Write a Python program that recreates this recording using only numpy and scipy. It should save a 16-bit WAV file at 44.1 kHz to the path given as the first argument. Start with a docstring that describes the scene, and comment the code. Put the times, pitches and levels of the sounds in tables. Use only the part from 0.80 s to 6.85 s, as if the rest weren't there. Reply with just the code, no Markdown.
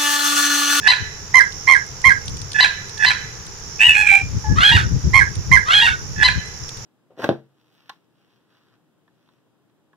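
"""Moorhens on a pond

A pair of microphones by the water takes round clucks, sharp keks, a three-note cry and two rasping
squawks, each voiced in the syrinx, shaped by the throat and echoed by near reeds and the wooded bank.
Bush crickets hiss in the reeds, small dry ticks come now and then, and a breeze buffets the microphones.
The loudest calls overload the input."""
import sys
import numpy as np
from scipy import signal
from scipy.fft import rfft, irfft, next_fast_len
from scipy.io import wavfile
from scipy.ndimage import map_coordinates

SR = 44100
rng = np.random.default_rng(int(sys.argv[2]) if len(sys.argv) > 2 else 0)


def wrap_up_sound(samples):
    """Save the sound to the file named by the first command line argument, as 16-bit audio."""
    columns = np.atleast_2d(samples).T
    # keep every value between -1 and 1, then stretch to whole-number steps
    tamed = np.clip(columns, -1, 1)
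    steps = np.round(tamed * 32767).astype(np.int16)
    wavfile.write(sys.argv[1], SR, steps)


N = 266805

# Levels in the tables are relative: each source adds its own gain. Roughness runs from 0 to 1.
# Each row: start in seconds, length in seconds, top pitch in Hz, level in dB, roughness,
# closing note in dB.
CLUCK_CALLS = [ (.539, 0.061, 1043, -0.5, 0.005, -3), (.870, 0.082, 1071, -5, 0.055, -8),
               (1.239, 0.063, 1069, -3.5, 0.0067, -4.5), (4.331, .076, 1077, -4.5, 0.057, -5.5),
               (4.712, 0.056, 1058, -2.5, 0.011, -6)]
# Each row: start in seconds, length in seconds, pitch in Hz, level in dB, lead-in length and attack
# in seconds, lead-in level in dB, closing rasp in dB.
KEK_CALLS = [ (.077, 0.04, 1010, -9.5, 0.058, 0.055, -8.5, -11.5),
             (1.803, .038, 1010, -10.5, 0.062, 0.009, -16, -9.5),
             (2.256, 0.047, 1011, -13, .084, 0.059, -12, -12),
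             (5.436, 0.045, 1016, -11.5, 0.076, 0.067, -10, -13)]
# Each row: start in seconds, length in seconds, pitch in Hz, level in dB, roughness, throat resonance
# and shoulder pitch in Hz, scoop length in seconds, scoop and tail levels in dB.
CRY_NOTES = [ (3.040, 0.045, 963, -7.5, 0.059, 2900, 878.4, 0.049, -7, -7.5),
             (3.165, .058, 845.5, -13, 0.022, 2313, 809, 0.033, -9.5, -19),
             (3.291, 0.066, 788.7, -7, 0.18, 2370, 799, .044, -10.5, -16.5)]
# Each row: start in seconds, length in seconds, pitch in Hz, level in dB, hoarse rise in dB,
# accent pitch in Hz, accent level in dB.
SQUAWK_CALLS = [ (3.838, .066, 827.7, -6, -11.5, 943, -12), (4.937, .066, 827, -6.5, -13.5, 938, -12)]
# Each row: start in seconds, length in seconds, pitch in Hz, level in dB, octave against the note in dB.
COO_NOTES = [(3.165, 0.082, 838, -33.5, -12), (3.312, 0.051, 792.5, -23, -18), (3.638, 0.056, 858, -30, -8),
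             (3.682, 0.075, 849, -47.5, 14.5), (3.919, 0.024, 931, -22, -24),
             (5.023, 0.033, 924, -24.5, -10)]
# Colour of each call through neck and bill. Each row: frequency in Hz, level in dB.
CLUCK_COLOUR = [(500, -40.5), (830, -26.5), (1050, -4.5), (1350, 18), (1700, 6), (2150, 0), (2700, -58),
                (3200, -14.5), (4200, -9.5), (6000, -16), (10000, -22), (15000, -50.5)]
KEK_COLOUR = [(400, -33), (850, 3), (1050, 11.5), (1350, 0), (1750, 14), (2300, 18), (3000, 10),
              (3500, 8.5), (4300, -2), (5300, 1), (7000, -9.5), (9500, -12.5), (11000, -39), (14000, -23)]
CRY_COLOUR = [(400, -17), (830, -12), (1250, -0.5), (1680, 9.5), (2100, 3.5), (2600, -1.5), (3300, -6.5),
              (4000, -7.5), (5000, -23), (8000, -12), (10000, -28), (15000, -35)]
SQUAWK_COLOUR = [(400, -18.5), (850, -14.5), (1100, -1.5), (1400, 11), (1700, 9), (2200, 0.5), (2800, -6),
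                 (3300, 0.5), (4100, -3), (5200, -16), (8000, -22.5), (11000, -32.5), (15000, -40)]
# The birds at the two microphones. Each row: frequency in Hz, left over right in dB, left lead in radians.
MIC_DIFFERENCES = [(400, 1, 0), (830, 4, 0), (1050, 6, .7), (1350, 0, 3.5), (1670, -10, 4), (1900, -18, 5),
                   (2130, -19, 6.1), (2380, -8, 5.4), (2650, -5, 7.5), (2900, 6, 6.4), (3300, -2, 5.9),
                   (4050, 4, 6.6), (4600, -1, 5.3), (9000, -3, 5.5)]
# Echo of the wooded bank. Each row: frequency in Hz, time to fall 60 dB in seconds.
BANK_DECAY = [(300, 0.53), (1000, 0.47), (2000, 0.71), (3000, 0.6), (4000, 0.63), (5500, 0.045),
              (12000, 0.33)]
# Each row: start in seconds, level in dB, offset of the low ring in dB.
DRY_TICKS = [(0.723, -31.5, 11), (1.065, -29, -22), (1.216, -27, 3), (1.4596, -26, -3),
             (1.4805, -25.5, 14.5), (1.4946, -30, 6), (1.57, -29, 9), (1.6164, -24.5, 6), (1.718, -26, 13),
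             (1.732, -24.5, 8.5), (2.094, -26.5, 8), (2.178, -30, 15), (2.666, -28, 7), (4.555, -23.5, 3.5),
             (5.6575, -32, -24), (5.68, -38.5, -13), (5.8913, -23.5, 8.5), (5.9721, -27, 3)]
# The nearest cricket and the chorus in the reeds. Each row: frequency in Hz, level in dB.
CRICKET_SPECTRUM = [(4000, -29.5), (4800, -24.5), (5250, -3.5), (5550, 5), (6000, -5), (6400, -1),
                    (7200, -65), (8000, -34)]
CHORUS_SPECTRUM = [(4000, -21.5), (5000, 4.5), (5600, -2), (6100, 10.5), (6350, -48), (6650, 8), (7100, 2),
                   (7500, -6.5), (8000, -56)]
# The steady breeze on the microphones. Each row: time in seconds, level in dB.
BREEZE_LEVELS = [(0, -46), (1.2, -47), (1.32, -33.5), (1.58, -44), (1.72, -46.5), (3.38, -44),
                 (3.47, -27.5), (3.66, -35), (4.3, -39.5), (4.78, -29.5), (4.9, -47), (5.05, -35),
                 (5.2, -38), (5.52, -30), (5.65, -41.5), (6.05, -44)]
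# Each row: time of the peak in seconds, length in seconds, level in dB.
BREEZE_GUSTS = [(0.218, 0.022, -27.5), (1.278, 0.023, -25), (1.553, 0.077, -28.5), (3.105, 0.025, -33),
                (3.567, 0.043, -24), (3.713, 0.048, -14.5), (3.763, 0.066, -19.5), (3.958, 0.042, -14),
                (4.035, 0.053, -17), (4.145, 0.05, -21), (4.277, 0.038, -19), (4.381, 0.081, -23),
                (4.594, 0.037, -23.5), (4.719, 0.073, -21), (5.114, 0.02, -28), (5.574, 0.021, -27)]
# Wind buffet, far hum, open air and high fizz. Each row: frequency in Hz, level in dB.
BUFFET_SPECTRUM = [(12, -54), (20, -34), (59, 2.5), (114, 1.5), (179, -7), (252, -18), (278, -18),
                   (392, -23), (600, -36), (780, -85), (1320, -120)]
HUM_SPECTRUM = [(60, 1.5), (130, 4.5), (260, -13), (450, -4), (600, -16.5), (850, -11.5), (1400, -44)]
AIR_SPECTRUM = [(200, -45), (500, -5.5), (650, -17), (900, -1.5), (1700, -2.5), (2600, -10.5), (4500, -27),
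                (6000, -28.5)]
FIZZ_SPECTRUM = [(3000, 3), (4500, 5), (7500, -20), (9000, -10), (11000, -6), (13000, -19), (15500, -33)]


def clucks():
    """Round clucks arch on their second harmonic, then drop to a short low note."""
    close_hz = 818.6
    notes = []
    for start, length, hz, db, rough, close_db in CLUCK_CALLS:
        notes += [
            note(start, length, hz, db, rough, throat_hz=2 * hz, attack_s=.006, release_s=.01,
                 sag=.115, droop_db=5, rise=-.03, fray=.14),
            note(start + length, .016, close_hz, close_db, rough=.09, throat_hz=2 * close_hz,
                 attack_s=.005, release_s=.035)]
    call = voice(notes, CLUCK_COLOUR, gain_db=-3, peak_db=18, width_hz=894,
                 flutter_db=3.5, flutter_hz=86.2, jitter=.03, rasp_hz=705, rasp_gain=2)
    return pond_echoes(call, reeds_db=-11.5, reeds_t60=.18, bank_db=-36.5)


def keks():
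    """A soft lead-in cracks, jumps to a piercing fourth harmonic and ends in a rasp."""
    lead_hz, close_hz, crack_s = 863.7, 810, .018
    notes, other_side = [], []
    for start, length, hz, db, lead_s, lead_attack_s, lead_db, close_db in KEK_CALLS:
        notes += [
            note(start - lead_s, lead_s, lead_hz, lead_db, rough=.22, throat_hz=2 * lead_hz,
                 attack_s=lead_attack_s),
            note(start - crack_s, crack_s, lead_hz, db=-5.5, rough=.66, throat_hz=1750,
                 attack_s=.013, release_s=.0065),
            note(start, length, hz, db, rough=.03, throat_hz=4030,
                 attack_s=.004, sag=.05, fray=.45, droop_db=1),
            note(start + length, .0099, close_hz, close_db, rough=.74, throat_hz=1640, release_s=.037)]
        # The other side of the syrinx joins in on a pitch of its own.
        other_side.append(note(start, length, hz=901.6, db=db - 10, rough=.37, throat_hz=4480, sag=.029))
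    call = voice(notes, KEK_COLOUR, gain_db=-2, peak_db=18, width_hz=320,
                 flutter_db=4.5, flutter_hz=73.1, jitter=.017, rasp_hz=570, rasp_gain=.9)
    call += voice(other_side, KEK_COLOUR, gain_db=-1, peak_db=21, width_hz=200,
                  flutter_db=4, flutter_hz=55.6, jitter=.014, rasp_hz=450, rasp_gain=.8)
    return pond_echoes(call, reeds_db=-12, reeds_t60=.19, bank_db=-13.5)


def cry():
    """Three falling notes on the third harmonic, each scooped from a rough shoulder and returning to it."""
    notes = []
    for start, length, hz, db, rough, throat_hz, shoulder_hz, scoop_s, scoop_db, tail_db in CRY_NOTES:
        notes += [
            note(start - scoop_s, scoop_s, shoulder_hz, scoop_db, rough=.33, throat_hz=3 * shoulder_hz,
                 attack_s=.019, rise=.06),
            note(start, length, hz, db, rough, throat_hz, sag=.02, fray=.033, rise=.018),
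            note(start + length, .03, shoulder_hz, tail_db, rough=.14, throat_hz=3 * shoulder_hz,
                 release_s=.054, swell_db=-7)]
    call = voice(notes, CRY_COLOUR, gain_db=-1.5, peak_db=21, width_hz=160,
                 flutter_db=5, flutter_hz=76.7, jitter=.015, rasp_hz=650, rasp_gain=.8)
    return pond_echoes(call + coos(), reeds_db=-9, reeds_t60=.14, bank_db=-37)


def squawks():
    """A hoarse rise glides to a held fourth harmonic; a higher accent follows and breaks into a rasp."""
    rise_hz, rise_s, glide_s = 670, .08, .034
    gap_s, accent_s = .0073, .058
    notes = []
    for start, length, hz, db, rise_db, accent_hz, accent_db in SQUAWK_CALLS:
        accent_at = start + length + gap_s
        notes += [
            note(start - rise_s, rise_s, rise_hz, rise_db, rough=.3, throat_hz=2 * rise_hz,
                 attack_s=.031, rise=.27, swell_db=-8),
            note(start - glide_s, glide_s, hz=712, db=-10, rough=.25, throat_hz=2980,
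                 attack_s=.0027, rise=.114, swell_db=7),
            note(start, length, hz, db, rough=.025, throat_hz=3300,
                 release_s=.016, sag=.037, fray=.61, rise=.0059, droop_db=2),
            note(accent_at, accent_s, accent_hz, accent_db, rough=.069, throat_hz=2880,
                 sag=.077, fray=.9, droop_db=-4.5),
            note(accent_at + accent_s, .023, hz=745, db=-11, rough=.63, throat_hz=1800,
                 release_s=.013, rise=-.023)]
    call = voice(notes, SQUAWK_COLOUR, gain_db=-2, peak_db=9, width_hz=260,
                 flutter_db=2, flutter_hz=72.3, jitter=.015, rasp_hz=480, rasp_gain=.75)
    return pond_echoes(call, reeds_db=-6.5, reeds_t60=.22, bank_db=-67)


def coos():
    """Short, steady low notes of the throat, each a tone and its octave."""
    out = np.zeros(N)
    for start, length, hz, db, octave_db in COO_NOTES:
        n = int(length * SR)
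        phase = 2 * np.pi * np.cumsum(hz * (1 + .014 * wobble(63, n))) / SR
        tone = np.sqrt(2) * (np.sin(phase) + amp(octave_db) * np.sin(2 * phase))
        out[int(start * SR):][:n] += amp(db) * tone * signal.windows.tukey(n, .3)
    return out


def note(start, length, hz, db, rough, throat_hz, attack_s=.0037, release_s=.0042,
         sag=0, fray=0, droop_db=0, rise=0, swell_db=0):
    """One push of air: its start, then curves of pitch, level, roughness and throat resonance."""
    fade_db = 25.5
    t = np.arange(int((length + release_s) * SR)) / SR
    from_middle = np.minimum(t / length, 1) - .5
    # Effort slackens at both ends: pitch sags, tone frays, level droops. Rise and swell slant the arch.
    slack = np.abs(2 * from_middle) ** 3
    bend = 1 - sag * slack + rise * from_middle
    closed = np.maximum(1 - t / attack_s, 0) + np.maximum(t - length, 0) / release_s
    level_db = db + swell_db * from_middle - droop_db * slack - fade_db * closed
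    return start, hz * bend, level_db, rough + fray * slack, throat_hz * bend


def voice(notes, colour, gain_db, peak_db, width_hz, flutter_db, flutter_hz, jitter, rasp_hz, rasp_gain):
    """Harmonics of the syrinx through a moving throat resonance; roughness smears each into a band."""
    out = np.zeros(N)
    harmonics = np.arange(1, 19)[:, None]
    for start, pitch, db, rough, throat_hz in notes:
        n = len(pitch)
        rough = np.clip(rough * rasp_gain, 0, .95)
        pitch = pitch * (1 + jitter * np.sqrt(rough) * wobble(361, n))
        # A clean note locks on to the resonance and is nearly a single tone.
        detuning = (harmonics * pitch - throat_hz) / width_hz
        resonance = 1 + amp(peak_db) * (1 - rough) / (1 + detuning ** 4)
        weights = amp(along(colour, harmonics * pitch)) * resonance
        weights /= np.linalg.norm(weights, axis=0)
        # High harmonics, and those outside the resonance, break up first.
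        unrest = rough * (.9 + (harmonics / 3.2) ** 2) / np.sqrt(resonance)
        smear = unrest / (unrest + 1 - rough)
        chaos = unit(np.array([wobble(rasp_hz, n) + 1j * wobble(rasp_hz, n) for _ in harmonics]))
        tones = np.exp(2j * np.pi * harmonics * np.cumsum(pitch) / SR)
        partials = (np.sqrt(1 - smear) + np.sqrt(smear) * chaos) * tones
        # The membranes flutter at an uneven rate.
        flutter_rate = flutter_hz * (1 + .41 * wobble(60.2, n))
        flutter = flutter_db * np.sin(2 * np.pi * np.cumsum(flutter_rate) / SR)
        sound = np.sqrt(2) * amp(db + gain_db + flutter) * (weights * partials.real).sum(0)
        out[max(int(start * SR), 0):][:n] += sound * signal.windows.tukey(n, .04)
    return out


def pond_echoes(call, reeds_db, reeds_t60, bank_db):
    """The call with its echoes: near reeds scatter it at once, the far trees answer with a longer tail."""
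    def echo(tail):
        return signal.fftconvolve(call[None], unit(tail) / np.sqrt(SR), axes=1)[:, :N]

    hz, frame_s, noise = signal.stft(rng.standard_normal((2, SR)), SR, nperseg=256)
    bank_decay = amp(-60 * frame_s / along(BANK_DECAY, hz)[:, None])
    bank_tail = signal.istft(noise * bank_decay, SR, nperseg=256)[1][:, :SR]
    # The reeds stand in clumps near the birds: uneven echoes, much the same at both microphones.
    t = np.arange(SR) / SR
    scatter = rng.standard_normal(SR) + .5 * rng.standard_normal((2, SR))
    clumps = amp(6 * wobble(160, SR))
    build_up = (1 - np.exp(-t / .02)) ** 2
    reed_tail = scatter * clumps * amp(-60 * t / reeds_t60) * build_up
    near = microphone_pair(call + amp(reeds_db) * echo(reed_tail))
    return near + amp(bank_db) * echo(bank_tail) * pan(-5.5)


def microphone_pair(sound):
    """Sound from near the birds reaches each microphone with its own level and phase."""
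    def response(hz):
        half = amp(along(MIC_DIFFERENCES, hz) / 2) * np.exp(.5j * along(MIC_DIFFERENCES, hz, column=2))
        pair = np.array([half, 1 / half])
        return pair / np.sqrt(np.mean(np.abs(pair) ** 2, axis=0))
    return filtered(sound, response)


def ticks():
    """Tiny dry clicks: a bright snap over a lower ring."""
    snap_level, ring_level = np.zeros(N), np.zeros(N)
    t = np.arange(SR // 50) / SR
    for start, db, ring_db in DRY_TICKS:
        envelope = amp(db - 60 * t / .016) * (1 - np.exp(-t / .0007))
        snap_level[int(start * SR):][:len(t)] += envelope
        ring_level[int(start * SR):][:len(t)] += envelope * amp(ring_db)
    snap = rush([(5000, -17), (7000, -13), (8800, 6), (11000, -25.5), (15000, -39)])
    ring = rush([(1500, -27), (3300, -3), (5000, -1.5), (7000, -45)])
    return amp(-3) * snap_level * snap + amp(-7) * ring_level * ring


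def bush_crickets():
    """A steady chorus in the reeds, and the quick wing beat of the nearest cricket, off to the right."""
    wing_hz = 80 * (1 + .07 * wobble(26))
    beat = np.sin(2 * np.pi * np.cumsum(wing_hz) / SR)
    nearest = amp(-42.5 + 3.2 * beat + 1.95 * wobble(5.46)) * rush(CRICKET_SPECTRUM) * pan(-11)
    chorus = amp(-41.5) * rush(CHORUS_SPECTRUM) * pan(1.1)
    return nearest + chorus


def breeze():
    """A steady breeze and short gusts buffet each microphone on its own, the left one harder."""
    t = np.arange(N) / SR
    power = amp(np.interp(t, *np.transpose(BREEZE_LEVELS))) ** 2
    for peak_at, length, db in BREEZE_GUSTS:
        power += amp(db) ** 2 * np.exp(-np.pi * ((t - peak_at) / length) ** 2)
    lumps = amp(4 * np.array([wobble(28), wobble(28)]))
    return amp(3.5) * np.sqrt(power) * unit(lumps * rush(BUFFET_SPECTRUM)) * pan(4.2)


def open_air():
    """A far hum in the centre, with a wide wash of air and a faint high fizz."""
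    hum = amp(-41.5) * rush(HUM_SPECTRUM)[0]
    wash = amp(-46) * rush(AIR_SPECTRUM) * pan(-.9)
    fizz = amp(-48) * rush(FIZZ_SPECTRUM) * pan(-.48)
    return hum + wash + fizz


def amp(db):
    """Decibels to gain."""
    return 10 ** (np.asarray(db) / 20)


def unit(x):
    """Scale to rms 1."""
    return x / np.sqrt(np.mean(np.abs(x) ** 2) + 1e-20)


def along(table, hz, column=1):
    """One column of a frequency table, read on a log axis."""
    columns = np.transpose(table)
    return np.interp(np.log(hz + 1), np.log(columns[0] + 1), columns[column])


def wobble(rate, size=N):
    """A smooth random curve, rate knots a second."""
    return map_coordinates(rng.standard_normal(size=512), [np.arange(size) * rate / SR], mode="wrap")


def filtered(x, response):
    """x through a complex frequency response."""
    size = next_fast_len(N + SR // 2)
    return irfft(rfft(x, size) * response(np.fft.rfftfreq(size, 1 / SR)), size)[..., :N]


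def rush(spectrum):
    """Coloured noise of rms 1, unrelated in the two channels."""
    return unit(filtered(rng.standard_normal((2, N)), lambda hz: amp(along(spectrum, hz))))


def pan(left_db):
    """Left and right gains for a level difference."""
    return amp(np.array([[left_db], [-left_db]]) / 2)


def scene():
    """The birds in front, the pond's background behind them."""
    moorhens = clucks() + keks() + cry() + squawks()
    return moorhens + ticks() + bush_crickets() + breeze() + open_air()


def record(dry):
    """The microphone input rounds off the loudest peaks and keeps nothing above its band limit."""
    band_limit_hz = 15600
    clipped = dry / (1 + np.abs(dry) ** 10) ** (1 / 10)
    return filtered(clipped, lambda hz: hz < band_limit_hz)


dry = scene()
out = record(dry)
wrap_up_sound(out)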